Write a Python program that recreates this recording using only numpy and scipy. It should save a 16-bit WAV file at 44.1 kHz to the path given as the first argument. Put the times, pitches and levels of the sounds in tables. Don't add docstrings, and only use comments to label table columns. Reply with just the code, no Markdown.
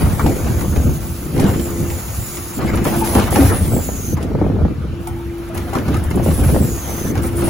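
import sys
import numpy as np
from scipy import signal
from scipy.fft import rfft, irfft, next_fast_len
from scipy.io import wavfile
from scipy.ndimage import uniform_filter1d, map_coordinates

SR = 44100
rng = np.random.default_rng(int(sys.argv[2]) if len(sys.argv) > 2 else 0)


def convert_level_to_amplitude(level_db):
    exponent = np.asarray(level_db, float) / 20
    return 10 ** exponent


def int16_out(signal):
    q = np.round(np.clip(np.atleast_2d(signal).T, -1, 1) * 32767)
    wavfile.write(sys.argv[1], SR, q.astype(np.int16))


N = 330309


def unit(x):
    return x / np.sqrt(np.mean(x ** 2) + 1e-20)


def along(points, hz):
    f, v = np.transpose(points)
    return np.interp(np.log(hz + 1), np.log(f + 1), v)


def curves(rows):
    s, *cols = np.transpose(rows)
    return [np.interp(np.arange(N) / SR, s, c) for c in cols]


def wobble(rate_hz):
    coarse = np.arange(0, N + 8, 8)
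    knots = rng.standard_normal(int(N * rate_hz / SR) + 4)
    return np.interp(np.arange(N), coarse, map_coordinates(knots, [coarse * rate_hz / SR]))


def filtered(x, response):
    m = next_fast_len(N + 8192)
    return irfft(rfft(x, m) * response(np.fft.rfftfreq(m, 1 / SR)), m)[..., :N]


def rush(spectrum, patchy_db=0):
    z = signal.stft(rng.standard_normal((2, N)), nperseg=512)[2]
    field = uniform_filter1d(rng.standard_normal(z.shape[1:]), size=6, axis=0)
    field = uniform_filter1d(field, size=8, axis=1)
    pair = signal.istft(z * convert_level_to_amplitude(patchy_db * unit(field)), nperseg=512)[1][:, :N]
    return unit(filtered(pair, lambda hz: convert_level_to_amplitude(along(spectrum, hz))))


def bursts(times_s, dbs, t60s, rise_s=0.0026):
    power, t = np.zeros(N + SR), np.arange(SR // 3) / SR
    for s, db, t60 in zip(times_s, dbs, t60s):
        decay = convert_level_to_amplitude(db - 60 * t / max(t60, .01))
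        power[round(s * SR):][:len(t)] += (decay * (1 - np.exp(-t / rise_s))) ** 2
    return np.sqrt(power[:N])


def swells(times_s, dbs, rises, falls):
    coarse = np.arange(0, N + 64, 64)
    late = coarse[:, None] / SR - times_s
    drop_db = 10 * np.maximum(late / np.abs(falls), -late / np.abs(rises))
    power = convert_level_to_amplitude(2 * (dbs - drop_db)).sum(axis=1)
    return np.interp(np.arange(N), coarse, np.sqrt(power))


def ring(rows, rise_s=0.0016):
    out, t = np.zeros(N + SR), np.arange(SR // 2) / SR
    for s, db, hz, t60 in rows:
        swell = convert_level_to_amplitude(db - 60 * t / t60) * (1 - np.exp(-t / rise_s))
        out[round(s * SR):][:len(t)] += swell * np.sin(2 * np.pi * hz * t)
    return out[:N]


# opens_s, shuts_s, hiss_db, whistle_start_hz, whistle_db
PUSHES = [(0.0, 0.986, -36.5, 10550, -44.5), (0.997, 1.453, -37.5, 6570, -59),
          (1.466, 1.597, -37.5, 7300, -48), (1.6, 1.89, -36, 7250, -45.5), (1.892, 2.203, -35, 7370, -44.5),
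          (2.198, 2.528, -34.5, 7140, -44.5), (2.535, 2.594, -33, 7320, -45),
          (2.622, 2.842, -50, 7600, -52.5), (2.842, 2.954, -31.5, 11060, -60),
          (2.957, 3.026, -32, 11200, -41), (3.044, 3.076, -29, 11020, -40),
          (3.068, 3.208, -29.5, 11120, -36.5), (3.219, 3.29, -35, 9200, -57),
          (3.311, 3.412, -29.5, 10900, -38), (3.404, 3.507, -27.5, 10530, -39.5),
          (3.512, 4.147, -35, 10320, -37.5), (5.002, 5.5, -54.5, 7040, -80),
          (5.545, 6.242, -48, 9120, -79.5), (6.235, 6.344, -35, 10200, -44.5),
          (6.339, 6.423, -33, 11000, -40.5), (6.433, 7.117, -34.5, 11220, -39),
          (7.119, 7.223, -48, 8420, -65), (7.226, 7.29, -35.5, 8850, -39), (7.296, 7.355, -45, 9000, -60),
          (7.36, 7.43, -36, 9520, -39), (7.438, 7.602, -34.5, 10040, -37.5)]
TOP_S, SHAKEN_S = 2.7, 5
LIFT_HZ, LOWER_HZ = 6600, 6110
LIFT_S, LOWER_S, AGAIN_S = .11, .175, .125
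STICK = .5
SURGE_DB, SHRILL_DB, LEAK_DB = 1, 6.5, -61


def spool():
    t = np.arange(N) / SR
    current = np.searchsorted(np.transpose(PUSHES)[0][1:], t)
    opens_s, shuts_s, hiss_db, start_hz, whistle_db = np.array(PUSHES)[current].T
    travel = (t - opens_s) / np.select([t < TOP_S, t < SHAKEN_S], [LIFT_S, LOWER_S], AGAIN_S)
    narrow = np.exp(STICK - np.hypot(travel, STICK))
    open_hz = np.where(t < TOP_S, LIFT_HZ, LOWER_HZ)
    centre_hz = open_hz + (start_hz - open_hz) * narrow
    flowing = lambda db: uniform_filter1d(convert_level_to_amplitude(db) * (t < shuts_s), size=1100)
    shrill = flowing(whistle_db + SHRILL_DB * narrow)
    flow = flowing(hiss_db + SURGE_DB * narrow) + convert_level_to_amplitude(LEAK_DB)
    return centre_hz, shrill, flow


# freq_hz, level_db (per Hz)
OIL = [(1500, -5), (3000, -5.5), (5000, -2.5), (6500, -2), (8200, 4), (12000, 2.5), (15500, 4),
       (16500, -13)]
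RAGGED_RAD = .85


def valve():
    centre_hz, shrill, flow = spool()
    angle = 2 * np.pi * np.cumsum(centre_hz * (1 + 0.01 * wobble(30))) / SR

    def fuzz(width_hz):
        noise = rng.standard_normal((2, N))
        return unit(filtered(noise, lambda hz: 1 / (1 + (hz / width_hz) ** 2)))

    near, wide = fuzz(330), fuzz(600)
    tone = near * np.cos(angle + RAGGED_RAD * (centre_hz / LOWER_HZ - 1) * wide[0])
    octave = convert_level_to_amplitude(-3) * wide * np.cos(2 * angle) * (centre_hz < SR / 5)
    hiss = flow * convert_level_to_amplitude(3.0 + 1.0 * wobble(30)) * rush(OIL, patchy_db=1.4)
    return hiss + shrill * convert_level_to_amplitude(6.0) * (tone + octave)


# start_s, crack_db, boom_db, knock_db (boom and knock relative to crack)
BLOWS = [(0.194, -28, -15, 15.5), (0.263, -19, 12, -4), (0.7608, -23.5, 12.5, -1.5), (1.378, -23, 5, -4),
         (1.397, -17.5, 6.5, -7), (1.4408, -23, 13, 9.5), (1.902, -24, -18, -25), (2.37, -23, -1.5, -7),
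         (2.5894, -36.5, 11, 17.5), (2.7725, -22.5, -15, 4), (2.8516, -21, 8.5, 5), (3.073, -20.5, 5, -11),
         (3.151, -16.5, 11.5, 5.5), (3.197, -16.5, -7, -6), (3.3198, -26.5, 18, 7),
         (3.3582, -15, 10.5, 6.5), (3.4995, -27, 18.5, 16), (4.169, -29, 11, 8.5),
         (4.2273, -24.5, 10.5, -16), (5.0715, -27.5, -15, 1), (5.5504, -29.5, -3, 6.5),
         (5.5773, -22, -6, -12), (5.7335, -24.5, 5, 4), (5.7522, -22, 12, 9), (5.881, -23.5, 12, 1.5),
         (5.9434, -21.5, -11, 0.5), (6.111, -23.5, -11, -6), (7.154, -27, 7, 8), (7.177, -22.5, 5, 2),
         (7.42, -26.5, 16.5, 10), (0.445, -26.5, 6, -6), (0.61, -24.5, -3, 2), (1.362, -27, 12, 4.5),
         (1.466, -27, 1, 1), (1.492, -23.5, 5, -4), (1.541, -27, -0.5, -14), (1.596, -23, 1, -10),
         (2.622, -30.5, 16, 6), (2.815, -45, 3, 3), (3.047, -29, 4, 2), (3.134, -29.5, 8, 9),
         (3.24, -20, -5, -13), (3.41, -18, 4, -11), (3.551, -35, 9, 4), (5.785, -24, 0, -15),
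         (7.238, -26, 1, 5), (7.381, -34, 6, 10)]
# freq_hz, level_db (per Hz)
BOOM = [(60, -15), (150, -3), (280, 3), (500, -5), (800, -13.5), (1500, -67)]
KNOCK = [(400, -33), (750, 6), (1300, 2), (2000, -6), (3000, -23)]
CRACK = [(1200, -5), (2200, 5.5), (4000, -4.5), (7000, -4), (12000, -12), (16000, -19)]


def bin_blows():
    s, db, boom_db, knock_db = np.transpose(BLOWS)
    t60_s = 0.17 * convert_level_to_amplitude(0.29 * (db + 22.5))
    snap = bursts(s, db - 3, .12 * t60_s, rise_s=.0002)
    crack = (snap + bursts(s, db - 12.5, 1.1 * t60_s)) * rush(CRACK)
    knock_body = bursts(s, db + knock_db - 6.5, 1.36 * t60_s, rise_s=0.00082)
    knock = (snap * convert_level_to_amplitude(-26.0) + knock_body) * rush(KNOCK, patchy_db=4.0)
    boom = bursts(s, db + boom_db - 5.5, 2.0 * t60_s, rise_s=0.0051) * rush(BOOM)
    return crack + knock + boom


# start_s, peak_db, pitch_hz, t60_s
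HOLLOW = [(.262, -11, 820, 0.043), (1.39, -20, 803, 0.077), (1.44, -5.5, 195, 0.21),
          (3.012, -13, 850, 0.064), (3.021, -5.5, 873, 0.076), (2.875, -18, 764, 0.12),
          (2.855, -23, 1316, 0.091), (3.156, -17, 795, 0.28), (3.36, -13.5, 816, 0.15),
          (3.42, -19, 766, 0.2), (3.362, -18, 531, 0.15), (3.365, -20, 1118, 0.13), (3.5, -19, 1184, 0.07),
          (.196, -28, 2300, .08), (5.498, -26.5, 647, .2), (5.572, -29, 1003, .12), (5.669, -27.5, 715, .1),
          (5.941, -16.5, 1220, 0.041), (6.112, -26, 2096, 0.062), (5.89, -23, 1210, 0.063),
          (3.154, -5, 248, 0.14), (3.39, -2, 272, 0.29), (5.068, -26, 873, 0.16), (5.072, -22.5, 737, 0.1),
          (5.11, -31, 786, .15), (5.165, -32.5, 850, 0.16), (5.195, -35, 907, .2), (5.335, -41, 814, 0.24),
          (5.73, -11.5, 785, 0.077), (5.75, -15, 1320, 0.055), (5.96, -15.5, 1274, 0.055),
          (7.153, -18.5, 778, 0.064)]
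# start_s, peak_db, pitch_hz
FRONTS = [(0.194, -12, 850), (0.263, -10, 830), (0.32, -26, 756), (1.395, -17, 832), (1.44, -23, 834),
          (2.648, -13, 703), (2.855, -15, 1280), (3.152, -9, 790), (3.327, -7, 780), (3.359, -11, 896),
          (4.384, -28, 786), (4.566, -25, 821), (5.733, -9, 748), (6.108, -23, 960), (6.175, -20, 864)]
FRONT_T60_S = 0.016


def hollow_notes():
    notes = ring(HOLLOW, rise_s=0.0021)
    fronts = ring([(*row, FRONT_T60_S) for row in FRONTS], rise_s=0.00023)
    return (notes + fronts) * [[1], [.4]]


# start_s, peak_db
SNAPS = [
    (2.8495, -31),
    (3.1515, -13),
    (7.1525, -36),
]
# freq_hz, level_db (per Hz)
STEEL = [(800, -22), (2000, 4), (6000, 2), (12000, -11), (15800, -8), (16600, -50.5)]


def snaps():
    s, db = np.transpose(SNAPS)
    return bursts(s, db, 0.0095 + 0 * s, rise_s=0.00018) * rush(STEEL)


# start_s, peak_db
RATTLES = [(1.4, -20.5), (2.6594, -29), (2.755, -23), (2.8419, -23), (2.9636, -21), (3.051, -26),
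           (3.1512, -28), (3.3062, -19.5), (4.2275, -30), (5.072, -24.5), (5.1592, -41), (5.3817, -37),
           (5.4889, -41), (5.5468, -29), (5.5747, -25), (5.732, -31), (5.781, -36.5), (5.8316, -37),
           (5.885, -29.5), (5.94, -28), (5.9686, -26), (6.038, -25), (6.1045, -25.5), (6.1566, -21.5),
           (6.2437, -28), (6.3176, -38), (6.4597, -29), (7.1526, -36), (7.233, -34), (7.367, -30)]
# freq_hz, level_db (per Hz)
TICK = [(3000, -23), (6000, -6.5), (8500, 8), (11000, 4), (13000, 0), (16000, -3.5)]


def rubbish():
    s, db = np.transpose(RATTLES)
    tick = bursts(s, db - 4, .02 + 0 * s, rise_s=.0002)
    rattle = bursts(s, db - 7.0, 0.12 + 0 * s, rise_s=0.0008) * convert_level_to_amplitude(1.8 * wobble(150))
    return (tick + rattle) * rush(TICK, patchy_db=-3)


# peak_s, level_db, fall_s (per 10 dB)
SLIDES = [(0.0, -26, 0.3), (.25, -28, 0.67), (1.43, -25, 0.26), (1.77, -34.5, 1), (2.64, -25.5, 0.35),
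          (2.87, -23, 0.25), (3.05, -27, 0.3), (3.2, -19, 0.1147), (3.36, -20.5, 0.25), (4.2, -35, 0.2),
          (4.44, -41.5, 0.5), (5.07, -45, 0), (5.4, -40.5, 0.5), (5.57, -33.5, 1), (5.74, -32.5, 0.2),
          (5.93, -30, 0.3), (6.27, -29, 0.66), (6.5, -25.5, 0.08), (6.88, -31.5, 0.5), (7.18, -32.5, 0.5),
          (7.48, -25.5, .5)]
SLIDE_RISE_S = 0.071
# freq_hz, level_db (per Hz)
LOAD = [(250, -31), (500, 0), (800, -2.5), (1300, -7.5), (2000, -11), (3500, -18), (7000, -25.5)]


def load():
    s, db, fall_s = np.transpose(SLIDES)
    clumps = unit(convert_level_to_amplitude(1.93 * wobble(70)) * rush(LOAD, patchy_db=2.5))
    return swells(s, db - 1.0, SLIDE_RISE_S, fall_s) * clumps


# time_s, main_db (fourth order), rest_db (other orders)
PUMP = [(0, -28.5, -34), (1.3, -35.5, -51), (1.5, -23.5, -36.5), (1.9, -23.5, -33), (2.05, -37.5, -43),
        (2.12, -44, -58), (2.2, -35, -65), (2.6, -33.5, -59), (3.0, -22.5, -57.5), (3.3, -33, -58),
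        (4.9, -64, -72.5), (4.95, -31.5, -66), (5.1, -31.5, -72), (5.4, -25, -85), (5.7, -30.5, -62),
        (7.1, -31.5, -69), (7.3, -29, -47), (7.49, -19.5, -33.5)]
# multiple (of shaft speed), level_db
ORDERS_DB = [(3, -29), (5, -2), (6, -2)]
# time_s, shaft_hz
SHAFT = [(0, 85.2), (2.04, 85.2), (2.14, 86.5), (2.55, 86.5), (2.7, 85.2), (7.49, 85.15)]


def pump():
    main_db, rest_db = curves(PUMP)
    shaft_hz = curves(SHAFT)[0] * (1 + .001 * wobble(4) + .006 * wobble(30))
    angle = 2 * np.pi * np.cumsum(shaft_hz) / SR
    rest = np.zeros(N)
    for k, db in ORDERS_DB:
        rest += convert_level_to_amplitude(db - 3 + 8 * wobble(15)) * np.sin(k * angle + rng.uniform(0, 6))
    main = convert_level_to_amplitude(main_db - 3.5 + 2.6 * wobble(11)) * np.sin(4 * angle)
    hum = main + convert_level_to_amplitude(rest_db - 3.5) * rest
    return np.sqrt(2) * hum * [[1], [.3]]


# freq_hz, level_db (per Hz)
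ENGINE = [(250, -10.5), (750, 0), (1000, -1.5), (1280, 3), (1650, -4.5), (2300, -5.5), (5500, -18),
          (9000, -20.5), (15800, -26.5)]


def engine():
    return convert_level_to_amplitude(-40.5) * rush(ENGINE, patchy_db=2.0)


# peak_s, strength_db, fall_s (per 10 dB), sharpness_db (flutter over thud)
GUSTS = [(0.04, -11.5, 0.1, -6), (.26, -18.5, 0.13, 0.5), (.52, -19, 0.44, -3), (.72, -20, 0.2, -1),
         (.87, -13, 0.07, -4), (1.07, -26.5, 0.2, -3.5), (1.452, -19.5, 0.1558, 8), (1.62, -29, 0.23, -4),
         (1.83, -20, 0.25, -4), (2.23, -26, 0.2, -9), (2.651, -22, 0.11, 3), (2.76, -23, 0.18, 4.5),
         (2.88, -21.5, 0.16, 2.5), (3.01, -21.5, 0.09, 4.5), (3.18, -17, 0.09, -1.5),
         (3.419, -14, 0.28, -11.5), (3.75, -21, 0.2, 4), (4.14, -21, .12, -0.5), (4.44, -17.5, 0.2552, 2.5),
         (4.64, -15, 0.05, 0), (4.78, -21.5, 0, -9), (4.85, -19.5, 0.06, -9), (4.92, -23, -0.06, -1),
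         (5.16, -27.5, -0.3, -8), (5.4, -37, -3, -4), (5.58, -28, 0.2, -0.5), (5.76, -28, 0.06, 7),
         (5.93, -15.5, 0.16, -6.5), (6.17, -17, 0.07, 0), (6.3, -21, 0.11, 5), (6.42, -14.5, 0.14, -3.5),
         (6.689, -20.5, 0.12, -1), (6.55, -17.5, 0.1, 4), (6.88, -28.5, -0.1, -7),
         (7.07, -31.5, 0.16, 12.5), (7.22, -21, -0.24, -5.5), (7.29, -32, 0.55, 1),
         (7.48, -21.5, 0.15, 4.5)]
CALM_DB = -41
GUST_RISE, FLUTTER_LASTS = 0.88, 0.83
# freq_hz, level_db (per Hz)
BUFFET = [(16, -55), (30, -32), (48, -5), (65, 1.5), (100, -1.5), (150, -8.5), (250, -15.5), (320, -29.5),
          (550, -120)]
FLUTTER = [(60, -9), (140, -2), (220, -1.5), (320, -5), (500, -13.5), (800, -32), (1400, -68.5)]


def gusts():
    s, db, fall_s, sharp_db = np.transpose(GUSTS)
    quick_s = FLUTTER_LASTS * fall_s
    thud = unit(convert_level_to_amplitude(1.7 * wobble(25)) * rush(BUFFET))
    flap = unit(convert_level_to_amplitude(3.4 * wobble(60)) * rush(FLUTTER))
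    thud *= np.hypot(convert_level_to_amplitude(CALM_DB), swells(s, db + 1.5, GUST_RISE * fall_s, fall_s))
    flap *= np.hypot(convert_level_to_amplitude(CALM_DB + 2.0), swells(s, db + sharp_db, GUST_RISE * quick_s, quick_s))
    return thud + flap


# start_s, peak_db
SLAPS = [(0.642, -16), (0.761, -26), (0.893, -22.5), (3.719, -17), (3.734, -16), (3.764, -13.5),
         (3.789, -13.5), (3.888, -13), (4.316, -18.5), (4.35, -15), (4.387, -16.5), (4.414, -7),
         (4.442, -16), (4.464, -14.5), (4.499, -17), (4.566, -17.5), (4.588, -17), (4.601, -22),
         (4.617, -19.5), (4.65, -10), (6.109, -15.5), (6.175, -16), (6.196, -10.5), (6.261, -10.5),
         (6.287, -14), (6.413, -18), (6.444, -15), (6.49, -13), (6.545, -12), (6.563, -6), (4.283, -28.5),
         (4.483, -22), (4.518, -26), (4.683, -23.5), (6.39, -18), (6.623, -21), (6.851, -32),
         (6.894, -20.5), (0.569, -32), (6.049, -18.5)]
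SHED_DB, SHED_S = -13.5, .035


def slaps():
    out, t = np.zeros(N + SR), np.arange(2048) / SR
    for (s, db), chance in zip(SLAPS, rng.uniform(-1, 1, (len(SLAPS), 3, 3))):
        for small, (spread, turn, shift) in zip((0, 1, 1), chance):
            pitch_hz = (180 + 1000 * np.exp(-t / 0.00217)) * (1 + 0.13 * spread)
            peak_db = db + 2.0 + small * SHED_DB
            swell = (1 - np.exp(-t / 0.0016)) * convert_level_to_amplitude(peak_db - 60 * t / 0.043)
            start = round((s + small * shift * SHED_S) * SR)
            phase = 2 * np.pi * np.cumsum(pitch_hz) / SR + np.pi * turn
            out[start:][:len(t)] += swell * np.sin(phase)
    return out[:N]


# freq_hz, level_db (per Hz)
SPIT = [(100, -15), (300, -0.5), (600, 0), (1100, -15.5), (2000, -24.5), (3000, -63)]


def spit():
    s, db = np.transpose(SLAPS)
    return bursts(s, db - 2.5, 0.053 + 0 * s, rise_s=.0015) * rush(SPIT)


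# start_s, peak_db, pitch_hz, t60_s
THUMPS = [(.232, -7, 87.6, 0.23), (.775, -1.5, 69, 0.16), (.845, -7, 94, .12), (.875, -19, 70, 0.09),
          (1.345, -10.5, 137, 0.15), (1.49, -6, 90, 0.11), (2.185, -15, 98, .12), (2.62, -18, 180, 0.083),
          (3.44, -7, 93, 0.36), (3.165, -6, 204, 0.15), (6.297, -4, 215, 0.049), (1.095, -12, 110, 0.066),
          (1.8, -14.5, 191, .2), (.892, -12, 75, .05), (4.78, -12, 130, 0.069), (3.615, -11, 89, 0.11),
          (3.73, -7.5, 120.5, 0.073), (3.978, -14.5, 104, 0.12), (4.091, -17, 134, 0.077),
          (4.385, -16, 110, 0.074), (4.48, -16, 99, 0.12), (4.652, -2, 203, 0.052), (5.14, -21, 113, .12),
          (5.567, -14, 91, 0.24), (5.757, -14, 237, 0.095), (6.19, -4, 131, .06), (6.285, -2, 151, .1),
          (6.33, -17, 59.4, 0.23), (6.06, -7, 75, 0.17), (6.085, -9, 85, .1), (6.155, -8, 150, .08),
          (6.425, -12, 95, 0.11), (6.46, -8, 121, 0.12), (6.64, -11, 119, .1), (5.975, -10, 110, .1),
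          (4.14, -11, 150, 0.092)]


def wind():
    return gusts() + (slaps() + ring(THUMPS)) * [[1], [.6]] + spit()


# freq_hz, level_db
LEFT_DB = [(60, -0.5), (130, 0), (290, -0.5), (640, 2.5), (1410, 1), (3100, 0), (6820, -2), (15000, -0.5)]


def ports(pair, alike, lead):
    turn = lambda hz: np.arccos(np.clip(along(alike, hz), 0, 1)) / 2
    common, stray = filtered(pair, lambda hz: np.array([np.cos(turn(hz)), np.sin(turn(hz))]))

    def skew(hz):
        return np.exp(.5j * np.interp(hz, *np.transpose(lead))) * convert_level_to_amplitude(along(LEFT_DB, hz) / 2)

    both = np.array([common + stray, common - stray])
    return filtered(both, lambda hz: np.array([skew(hz), 1 / skew(hz)]))


# freq_hz, likeness (0-1)
ALIKE = [(60, .85), (400, .78), (800, .55), (1200, .6), (2500, .52), (3800, .2), (5400, .2), (6300, .7),
         (7500, .88), (16000, .88)]
# freq_hz, left_lead_rad
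LEAD = [(0, 0), (600, .4), (1100, 1.2), (1800, -.6), (2800, 0), (3300, .6), (5900, 0), (8580, -np.pi),
        (11000, -2 * np.pi), (13550, -3 * np.pi), (15800, -4 * np.pi)]


def scene():
    truck = valve() + bin_blows() + hollow_notes() + rubbish() + load() + pump() + engine()
    air = ports(wind(), [(30, .83), (250, .82), (600, .58)], [(0, 0), (1000, .2)])
    return ports(truck, ALIKE, LEAD) + snaps() + air


TOP_HZ = 15900


def thrifty_stereo(x, margin_db, faint_db):
    sum_diff = np.array([x[0] + x[1], x[0] - x[1]]) / 2
    hz, _, z = signal.stft(sum_diff, SR, nperseg=2048)
    lines = np.abs(z[:, :1024]) ** 2
    bands = np.repeat(lines.reshape(2, 32, 32, -1).mean(axis=2), 32, axis=1)
    whim_db = 3.5 * uniform_filter1d(rng.standard_normal(lines.shape[2]), size=3)
    rival = bands[::-1] * convert_level_to_amplitude(whim_db - 2 * np.reshape(margin_db, (2, 1, 1)))
    weak = (bands < rival) & (hz[:1024, None] > 6400)
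    faint = (lines < bands * convert_level_to_amplitude(2 * faint_db)) & (hz[:1024, None] > 1500)
    z[:, :1024] *= ~(weak | faint)
    both, apart = signal.istft(z * (hz[:, None] < TOP_HZ), SR, nperseg=2048)[1][:, :N]
    thinned = np.array([both + apart, both - apart])
    snap_s, count = np.transpose(SNAPS)[0], len(SNAPS)
    whole = np.minimum(1, bursts(snap_s - .003, np.full(count, 40), np.full(count, .012)))
    return filtered(thinned * (1 - whole) + x * whole, lambda hz: hz < 16400)


def top_cut(x):
    return signal.sosfilt(signal.butter(12, 17110, fs=SR, output="sos"), x)


def record(dry):
    soft = dry / (1 + np.abs(dry / .95) ** 4) ** (1 / 4)
    lean = thrifty_stereo(soft, margin_db=[6.6, 5.5], faint_db=-2.5)
    return top_cut(lean)


dry = scene()
out = record(dry)
int16_out(out)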